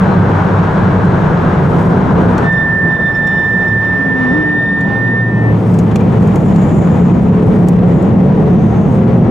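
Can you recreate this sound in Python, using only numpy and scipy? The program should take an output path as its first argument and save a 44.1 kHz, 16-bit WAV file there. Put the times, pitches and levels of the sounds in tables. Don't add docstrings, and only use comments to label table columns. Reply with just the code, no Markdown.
import sys
import numpy as np
from scipy import signal
from scipy.fft import rfft, irfft, next_fast_len
from scipy.io import wavfile
from scipy.ndimage import uniform_filter1d, minimum_filter1d

SR = 44100
rng = np.random.default_rng(int(sys.argv[2]) if len(sys.argv) > 2 else 0)


def int16_out(signal):
    q = np.round(np.clip(np.atleast_2d(signal).T, -1, 1) * 32767)
    wavfile.write(sys.argv[1], SR, q.astype(np.int16))


N = 410130
TIME = np.arange(N) / SR
FAST_KMH, SLOW_KMH = 178.8, 130
SIDES = np.array([[.5], [-.5]])

# (frequency [Hz], density [dB])
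SLOW_BOOM_COLOUR = [(20, -32.5), (40, -24.5), (60, -19), (76, -15), (112, -7), (150, -4), (180, -1.5),
                    (205, -4.5), (240, -11), (280, -16.5), (420, -42)]
SLOW_WIND_COLOUR = [(400, -24.5), (700, -0.5), (930, 2.5), (1250, -3), (1580, -8), (1850, -9),
                    (2500, -15.5), (3500, -23), (4200, -29), (5000, -33.5), (6500, -33.5), (9000, -50.5)]
# (start [s], end [s], gain [dB])
ASPHALT_PATCHES = [(0, .7, 0.5), (2.278, 2.55, 1.2), (3.68, 4.023, -1.5), (4.66, 4.85, -2),
                   (6.246, 6.95, 0.5), (7.52, 7.698, -1), (8.149, 8.51, 1), (8.47, 8.68, -1)]


def undb(db):
    return 10 ** (np.asarray(db) / 20)


def unit(x):
    return x / np.sqrt(np.mean(x ** 2))


def curves(table):
    times, *columns = np.transpose(table)
    return [np.interp(TIME, times, column) for column in columns]


def gate(start, end, fade=0.086):
    return np.clip(np.minimum(TIME - start, end - TIME) / fade, 0, 1)


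def bell(middle, half_length):
    return np.exp(-((TIME - middle) / half_length) ** 2)


def swells(table):
    return sum(db * bell(s, half) for s, half, db in table)


def walk(rate):
    hold = max(int(SR / rate), 2)
    steps = np.repeat(rng.standard_normal(N // hold + 1), hold)
    return unit(uniform_filter1d(uniform_filter1d(steps, hold), hold)[:N])


def turning(hz):
    return 2 * np.pi * np.cumsum(hz) / SR


def bin_gains(table, size):
    hz, *columns = np.transpose(table)
    log_bins = np.log(np.fft.rfftfreq(size, 1 / SR) + 1)
    return [undb(np.interp(log_bins, np.log(hz), column)) for column in columns]


def mic_noise(colour):
    # (frequency [Hz], side minus mid [dB], left minus right [dB])
    image = [(30.2, -10.5, 1.5), (60.7, -11.5, 0.5), (110, -16.5, -1), (180, -17.5, -1), (295, -11, -0.3),
             (450, -7, 0.5), (630, -6, 5), (895, -10, 4.5), (1200, -1.5, 2), (1600, -4.5, 0.5),
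             (2800, -4.5, 0), (4500, -7, 0.5), (6500, -13.5, -0.5), (8950, -0.5, 0), (13000, -4, -0.5)]
    size = next_fast_len(N, True)
    skirt = 1 / (1 + (np.fft.rfftfreq(size, 1 / SR) / colour[-1][0]) ** 8)
    mid, side = rfft(rng.standard_normal((2, size))) * bin_gains(colour, size)[0] * skirt
    spread, lean = bin_gains(image, size)
    left = (mid + spread * side) * np.sqrt(lean)
    right = (mid - spread * side) / np.sqrt(lean)
    pair = irfft(np.array([left, right]), size)[:, :N]
    return pair / np.std(pair.mean(axis=0))


def mic_tone(phase, lead):
    return np.sin(phase + SIDES * lead)


def drive():
    # (time [s], speed [km/h], cornering load [about 0-1])
    lap = [(0, 176, 0), (2.4, 177, 0.33), (3.3, 163, 0.35), (4.4, 140, 0.06), (5.3, 90, 0),
           (5.9, 94.3, 0.61), (7, 101, 0.99), (7.9, 96, 1.05), (9.3, 89, 0.88)]
    kmh, corner = curves(lap)
    return kmh, np.log10(kmh / FAST_KMH), corner


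def speed_noise(fast_colour, slow_colour, kmh):
    fast = np.clip((kmh - SLOW_KMH) / (FAST_KMH - SLOW_KMH), 0, 1)
    return np.sqrt(fast) * mic_noise(fast_colour) + np.sqrt(1 - fast) * mic_noise(slow_colour)


def patches_db():
    return sum(db * gate(start, end) for start, end, db in ASPHALT_PATCHES)


def road_rumble():
    # (frequency [Hz], density [dB])
    fast_boom_colour = [(20, -28), (35, -17.5), (55, -16), (80, -13), (98, -7), (140, -4.5), (178, 1),
                        (200, -5.5), (222, -15.5), (245, -6.5), (280, -30.5), (420, -46.5)]
    tyre_colour = [(150, -32), (270, -1), (360, 0.5), (460, -0.1), (570, -5), (800, -10.5), (1100, -22.5),
                   (2000, -41.5)]
    # (middle [s], half length [s], gain [dB])
    uneven_stretches = [(.75, 0.049, -1), (1.15, 0.098, 0), (1.55, 0.13, -2), (2.42, 0.063, -1.5),
                        (2.62, .06, 1.5), (2.88, 0.054, 4.5), (3.06, 0.047, -1.5), (4.96, 0.06, 0.5),
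                        (5.25, 0.18, -0.8), (5.73, 0.05, 1), (7, 0.12, 0.5), (7.38, 0.049, -1.5),
                        (7.78, .1, -0.5), (8.2, 0.18, 1.5)]
    kmh, tenfolds, corner = drive()
    bumps_db = 0.79 * walk(22)
    uneven_db = swells(uneven_stretches)
    boom_db = -12 + 6.5 * tenfolds + 5 * corner + bumps_db + uneven_db
    tyre_db = -18.5 + 9 * tenfolds + 3 * corner + bumps_db + 0.78 * (uneven_db + patches_db())
    shell = speed_noise(fast_boom_colour, SLOW_BOOM_COLOUR, kmh)
    return shell * undb(boom_db) + mic_noise(tyre_colour) * undb(tyre_db)


def wind(gust_db=1.07):
    # (frequency [Hz], density [dB])
    fast_wind_colour = [(400, -9), (700, -1.5), (950, 1.5), (1250, -3.5), (1580, -4), (1850, -12.5),
                        (2500, -21.5), (3500, -27), (4100, -31), (4700, -36.5), (6500, -39), (9000, -47.5)]
    kmh, tenfolds, _ = drive()
    roar = speed_noise(fast_wind_colour, SLOW_WIND_COLOUR, kmh)
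    return roar * undb(-20 + 33 * tenfolds + gust_db * walk(30) + patches_db())


def hiss(flutter_db=1.1):
    # (frequency [Hz], density [dB])
    colour = [(2500, -17.5), (5000, 6), (6500, 4.5), (8000, 4.5), (9500, 0.5), (12000, -1), (14500, -3.5),
              (16000, -8.5)]
    # (middle [s], half length [s], gain [dB])
    sprays = [(1.8, .13, 6.5), (2.9, 0.68, 3.5), (3.6, 0.2, 7), (4.2, 0.38, 2.5), (5.72, 0.13, 7),
              (6.35, 0.44, 5.5), (7.57, 0.22, 5.5), (8.43, 0.081, 2), (8.95, 0.045, 6.5)]
    _, tenfolds, _ = drive()
    level_db = -59 + 4 * tenfolds + swells(sprays) + flutter_db * walk(90)
    return mic_noise(colour) * undb(level_db)


def engine(wobble=0.0021, rough_db=2.5, throb_db=1.34, lead_per_order=0.024):
    # (time [s], crank rate [Hz], throttle [1 = full])
    revs = [(0, 32.25, 0.54), (1.04, 33.36, 0.8), (1.2, 28.61, 0.36), (2.4, 27.26, 0.036), (3.3, 26.15, 0),
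            (3.5, 35.06, 0.82), (3.62, 36.32, 0.12), (3.72, 35.9, 1.06), (3.92, 35.73, 0),
            (4.83, 35.61, .12), (5.1, 39.33, 1.04), (5.7, 35.98, 0.82), (6.6, 35.03, .45),
            (7.2, 35.32, 0.39), (7.45, 35.93, 0.67), (7.8, 35.44, 0.39), (8.45, 35.89, 0.54),
            (8.75, 36.69, 0.67), (9.3, 39.34, 0.98)]
    # (multiple of the crank rate, relative level [dB])
    orders = [(2, -7), (4, -1.5), (5, -1), (6, .5), (7, -12), (8, -13), (9, -8.5), (10, -11), (12, -13),
              (13.8, -13)]
    # (frequency [Hz], half width [Hz], gain [dB])
    cabin_modes = [(176, 5, 6.5), (189, 6.6, 3), (245, 4.5, 8), (385, 10, 5), (434, 7, 6), (515, 13, 4)]
    # (middle [s], half length [s], order, gain [dB])
    drones = [(.05, .15, 6, 9.5), (1.92, .2, 6, 6), (1.92, .2, 9, 8), (6.98, .1, 5, 4), (7.19, .09, 9, 5),
              (7.44, .12, 12, 13), (7.62, .25, 4, 5), (7.78, .11, 5, 6), (8.2, .1, 5, 3),
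              (3.62, .15, 8, 13), (5.48, .26, 8, 14), (8.58, .15, 5, 6), (9.05, .18, 13.8, 6.5),
              (9.12, .17, 10, 3.5), (3.05, .3, 7, 7)]
    hz, throttle = curves(revs)
    _, _, corner = drive()
    crank = turning(hz * (1 + wobble * walk(18)))
    firing_db = -31 + 19.5 * throttle + throb_db * walk(17)
    sound = undb(firing_db) * mic_tone(3 * crank, lead_per_order)
    orders_db = -28 + 6 * corner
    for k, db in orders:
        lift_db = sum(peak_db / (1 + ((k * hz - f) / width) ** 2) for f, width, peak_db in cabin_modes)
        tone = mic_tone(k * crank + rng.uniform(0, 2 * np.pi), k * lead_per_order)
        drone_db = swells((s, half, gain_db) for s, half, order, gain_db in drones if order == k)
        sound += undb(orders_db + db + lift_db + drone_db + rough_db * walk(12)) * tone
    return np.sqrt(2) * sound


def brake_whistles(waver_hz=4.8):
    # (middle [s], half length [s], pitch [Hz], level [dB])
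    whistles = [(.12, .07, 4090, -50), (.83, .06, 4085, -54), (1.09, .07, 4078, -54), (2.9, .4, 1707, -35),
                (2.75, .35, 1866, -37), (3.6, .6, 1859, -39), (4.2, .17, 1724, -38), (4.5, .35, 1862, -33)]
    sound = 0
    for s, half, hz, db in whistles:
        sound += undb(db) * bell(s, half) * np.sin(turning(hz + waver_hz * walk(54)))
    return np.sqrt(2) * sound


def trim_ticks(rise_s=0.0017, tail_s=0.0062, contact_hz=7500, contact_s=0.00016, part_t60_s=0.039):
    contacts = [(1.05, -36, -9, -12, .0062, 8000, -12), (2.379, -23.5, 3, -15, 0.0043, 4330, -5),
                (2.5257, -25, -11, -16, 0.0033, 7600, -7), (3.271, -20, 0, -11, .0036, 5520, -2),
                (3.3894, -37, -10, -12.5, 0.0031, 7500, -8), (4.809, -25, 9, -11, .0027, 4350, -5),
                (4.989, -38, -8, -14, .003, 7500, -5), (5.1084, -39, -9, -10, .002, 8210, -10),
                (5.7395, -31, 4, -11, 0.006, 8000, -10), (5.7885, -16.5, -10, -12, 0.0019, 6760, -13),
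                (5.798, -30, -6, -13, .002, 6160, -8), (5.913, -36, 21, -17, .0066, 3100, 2),
                (5.9567, -15, 11, -18, 0.0042, 3050, -11), (6.007, -34, 12, -15, .004, 2356, 13),
                (6.225, -32, -2, -10.5, 0.0027, 6500, -9), (6.273, -29, -5, -8, 0.0036, 6300, -10),
                (6.358, -22, -8, -10, 0.0029, 6600, -9), (6.56, -26, 2, -14, .0038, 4233, -6),
                (7.6855, -20, -7, -3.5, 0.004, 10100, -20), (8.0242, -35, -5, -7, .0035, 8000, -8)]
    # (frequency [Hz], relative level [dB], t60 [s])
    panel_modes = [(520, 11, 0.042), (775, 11, .04), (1250, 6, .04), (1620, 0.5, .025), (4130, -10, .045),
                   (2400, 1, 0.048), (2680, -5.5, 0.049), (3440, -3, 0.033), (5800, -12, .035),
                   (6900, -11, .035), (10400, -25.5, .04)]
    # (frequency [Hz], density [dB])
    snap_colour = [(900, -13.5), (1800, -3.5), (2600, 5.5), (4200, -3.5), (5500, -1.5), (7000, 3.5),
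                   (9000, -11.5), (13000, -20.5)]
    crack_colour = [(5000, -22), (8000, -2.5), (10500, 1), (12500, 2), (15000, -0.5), (17000, -14)]
    snap, crack, ring = np.zeros((3, N))
    for s, db, panel_db, crack_db, snap_s, part_hz, part_db in contacts:
        span = slice(int(s * SR), int(s * SR) + SR // 8)
        age = TIME[span] - TIME[span][0]
        blow = undb(db - 5) * (1 - np.exp(-age / rise_s))
        cabin_tail = undb(-18) * np.exp(-age / tail_s)
        burst = blow * (np.exp(-age / snap_s) + cabin_tail)
        snap[span] += burst
        crack[span] += burst * undb(crack_db)
        click = np.exp(-age / contact_s) * np.sin(2 * np.pi * contact_hz * age)
        part = undb(-60 * age / part_t60_s) * np.sin(2 * np.pi * part_hz * age)
        ring[span] += undb(db + crack_db + 11) * click + blow * undb(part_db) * part
        for hz, mode_db, t60 in panel_modes:
            mode = undb(-60 * age / t60) * np.sin(2 * np.pi * hz * rng.normal(1, 0.0066) * age)
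            ring[span] += blow * undb(mode_db + panel_db - 14) * mode
    return snap * mic_noise(snap_colour) + crack * mic_noise(crack_colour) + ring


def brake_squeal(jitter_hz=1.3, chatter_hz_per_kmh=0.19, chatter_db=4, rasp=0.35, spurt_db=1.5):
    # (time [s], pitch [Hz])
    pitch = [(2.38, 1807), (2.52, 1790), (2.63, 1785.5), (2.93, 1785.5), (3.25, 1782.5), (3.63, 1786.5),
             (3.68, 1790), (3.73, 1783), (3.85, 1788), (4.05, 1789), (4.55, 1800), (4.88, 1799),
             (5.22, 1804), (5.55, 1798)]
    # (time [s], level [dB], left minus right [dB], left lead [rad])
    at_mics = [(2.36, -42, -3, 3), (2.45, -22.5, 0, -2), (2.51, -6, -5, .5), (2.8, -6.5, -4.5, 0.5),
               (3.55, -5.5, -5.5, -0.4), (4.35, -11.5, -3.5, 0.93), (4.62, -7.5, -1, 0.36),
               (4.9, -14, -4, 0.5), (5.2, -11.5, -2.5, 1), (5.33, -21, -3, -.5), (5.48, -23, 3.5, -2.5),
               (5.6, -45, 3, -1.5)]
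    # (time [s], dip [dB], pitch drop [Hz], half length [s])
    slips = [(2.981, 6.5, 11.3, 0.015), (3.136, 6.5, 10.2, 0.019), (3.703, 3, 3.5, 0.012),
             (4.89, 4, 1.6, 0.035)]
    # (multiple, base level against the fundamental [dB], growth per tenfold speed [dB])
    overtones = [(2, -37.5, -8), (3, -47.5, 10), (4, -55.5, 19.5), (5, -61.5, 27.5)]
    # (middle [s], half length [s], second harmonic [dB], higher ones [dB])
    bites = [(2.47, .03, 10, 2), (2.588, 0.064, 9, 5), (2.77, 0.089, -6, -1.5), (2.959, 0.054, 10, 5),
             (3.08, 0.054, 8.5, 5), (3.27, 0.045, 6.5, 4), (3.155, .02, 6, 12), (3.41, 0.11, 8, 8),
             (3.62, 0.028, 5, 2), (3.689, 0.021, 7, 14), (3.771, .04, -1, -6), (3.86, .03, 6, 9),
             (4.02, .07, -8, 5), (4.18, .06, 3.5, 7), (4.33, 0.087, 5, 9), (4.67, 0.2, 7, -0.5),
             (5.12, .1, 0.5, 1)]
    hz = curves(pitch)[0]
    db, pan_db, lead = curves(at_mics)
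    kmh, tenfolds, _ = drive()
    for s, dip_db, drop_hz, half in slips:
        hz -= drop_hz * bell(s, half)
        db -= dip_db * bell(s, half)
    phase = turning(hz + jitter_hz * walk(140))
    shimmer_db = np.array([walk(110), walk(110)])
    pair = undb(db + SIDES * pan_db + shimmer_db) * mic_tone(phase, lead)
    chatter = turning(chatter_hz_per_kmh * kmh * (1 + 0.2 * walk(21)))
    depth = np.clip((160 - kmh) / (160 - 128), 0.2, 1)
    spurts = np.tanh(walk(28))
    second_db = swells((s, half, flare_db) for s, half, flare_db, _ in bites)
    higher_db = swells((s, half, flare_db) for s, half, _, flare_db in bites)
    for k, overtone_db, growth_db in overtones:
        pulsing = undb(chatter_db * depth * (np.sin(chatter + k) - .5))
        grip = pulsing * (1 + rasp * (walk(140) + 1j * np.array([walk(180), walk(110)])))
        bite_db = second_db if k == 2 else higher_db
        flicker_db = spurt_db * (spurts + 0.46 * walk(25))
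        level_db = db + bite_db + overtone_db + growth_db * tenfolds + flicker_db
        pair += undb(level_db) * np.imag(grip * np.exp(1j * k * phase))
    return np.sqrt(2) * pair * gate(at_mics[0][0], at_mics[-1][0])


def tyre_song(waver=0.011, rough_db=4.5):
    # (middle [s], half length [s], pitch [Hz], level [dB])
    songs = [(3.3, .14, 850, -28), (3.32, .13, 917, -30), (4.98, .1, 808, -29), (8.46, .16, 435, -22),
             (8.52, .22, 730, -32), (8.35, .12, 962, -34)]
    sound = 0
    for s, half, hz, db in songs:
        phase = turning(hz * (1 + waver * walk(45)))
        sound += undb(db + rough_db * walk(25)) * bell(s, half) * mic_tone(phase, lead=0.5)
    return np.sqrt(2) * sound


def gear_whine(slowing_per_s=0.22, waver_hz=9):
    # (middle [s], half length [s], pitch [Hz], level [dB])
    whines = [(3.376, .1, 2962, -43), (4.061, .14, 3400, -48.5), (4.446, .1, 3010, -47.5)]
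    sound = 0
    for s, half, hz, db in whines:
        pitch = hz * (1 - slowing_per_s * (TIME - s)) + waver_hz * walk(70)
        sound += undb(db) * bell(s, half) * np.sin(turning(pitch))
    return np.sqrt(2) * sound


def passing_car(alongside_s=4.265, gap_m=1.53, relative_m_per_s=9.3, shift_s=0.057, rough_db=2, lead=0.94):
    # (time [s], firing rate [Hz], pitch sag [1/s], level at 1 m [dB])
    gears = [(3.72, 294.6, 0.28, -9.5), (4.335, 311.8, .255, -5)]
    start, hz, _, db = gears[0]
    blips_db = 0
    for s, top_hz, sag, gear_db in gears:
        hz = np.where(TIME < s, hz, top_hz * np.exp(-sag * (TIME - s)))
        db = np.where(TIME < s, db, gear_db)
        blips_db += 5.5 * bell(s + 0.026, half_length=0.0089)
    hz, db = uniform_filter1d(np.array([hz, db], float), int(shift_s * SR))
    phase = turning(hz * (1 + 0.0036 * walk(40)))
    overtones = sum(mic_tone(k * phase, k * lead) * undb(rough_db * walk(30)) for k in (1.5, 2))
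    tone = mic_tone(phase, lead) + undb(-20) * overtones
    exhaust = np.sqrt(2) * tone * undb(db + blips_db + rough_db * walk(30))
    tyres = undb(-24) * mic_noise(SLOW_WIND_COLOUR) + undb(-19) * mic_noise(SLOW_BOOM_COLOUR)
    distance_m = np.hypot(relative_m_per_s * (TIME - alongside_s), gap_m)
    return (exhaust + tyres) / distance_m * gate(start, start + 1.555, fade=0.18)


def scrape(grain_db=1.0):
    # (middle [s], half length [s], level [dB], pitch [Hz], glide [Hz/s])
    scrapes = [(6.73, .45, -49.5, 7070, -180), (7.98, 0.13, -55.5, 7168, -2300),
               (8.76, 0.29, -56.5, 6500, 1200.5)]
    # (multiple of the pitch, width [Hz], relative level [dB])
    modes = [(0.891, 202, -8.5), (.97, 345, -2), (1.009, 222, -6.5), (1.05, 403, -7), (1.145, 200, -12.5),
             (1.45, 2160, -10.5)]
    envelope, hz = 0, scrapes[0][3]
    for s, half, db, pitch_hz, glide in scrapes:
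        envelope += undb(db) * bell(s, half)
        hz = np.where(abs(TIME - s) < 2 * half, pitch_hz + glide * (TIME - s), hz)
    pair = np.zeros((2, N))
    for ratio, width_hz, db in modes:
        lowpass = signal.butter(2, width_hz / 2, fs=SR, output="sos")
        jostle = signal.sosfilt(lowpass, rng.standard_normal((2, N)))
        phase = turning(hz * ratio)
        left = unit(jostle[0] * np.cos(phase) + jostle[1] * np.sin(phase))
        right = .6 * left + .8 * np.roll(left, SR // 200)
        pair += undb(db) * np.array([left, right])
    return pair * envelope * undb(grain_db * walk(70))


def scene():
    return (road_rumble() + wind() + hiss() + engine() + brake_whistles() + trim_ticks()
            + brake_squeal() + tyre_song() + gear_whine() + passing_car() + scrape())


def gain_control(x, sense_hz=1300, threshold_db=-19, slope=0.6, attack_s=0.005, release_db_per_s=16):
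    treble = signal.sosfilt(signal.butter(2, sense_hz, "high", fs=SR, output="sos"), x)
    power = uniform_filter1d(np.mean(treble ** 2, axis=0), int(attack_s * SR))
    level_db = 10 * np.log10(np.abs(power) + 1e-12)
    cut_db = slope * np.maximum(level_db - threshold_db, 0)
    recovery = release_db_per_s * TIME
    return x * undb(recovery - np.maximum.accumulate(cut_db + recovery))


def limiter(x):
    hold = SR // 160
    allowed = np.minimum(1, 1 / (np.abs(x).max(axis=0) + 1e-9))
    held = minimum_filter1d(allowed, 2 * hold)
    return x * uniform_filter1d(uniform_filter1d(held, hold), hold)


def record(dry, left_over_right_db=0.33, top_hz=15800):
    ducked = gain_control(dry) * undb(left_over_right_db * SIDES)
    top_cut = signal.ellip(8, .2, 70, top_hz, fs=SR, output="sos")
    return signal.sosfilt(top_cut, limiter(ducked))


dry = scene()
out = record(dry)
int16_out(out)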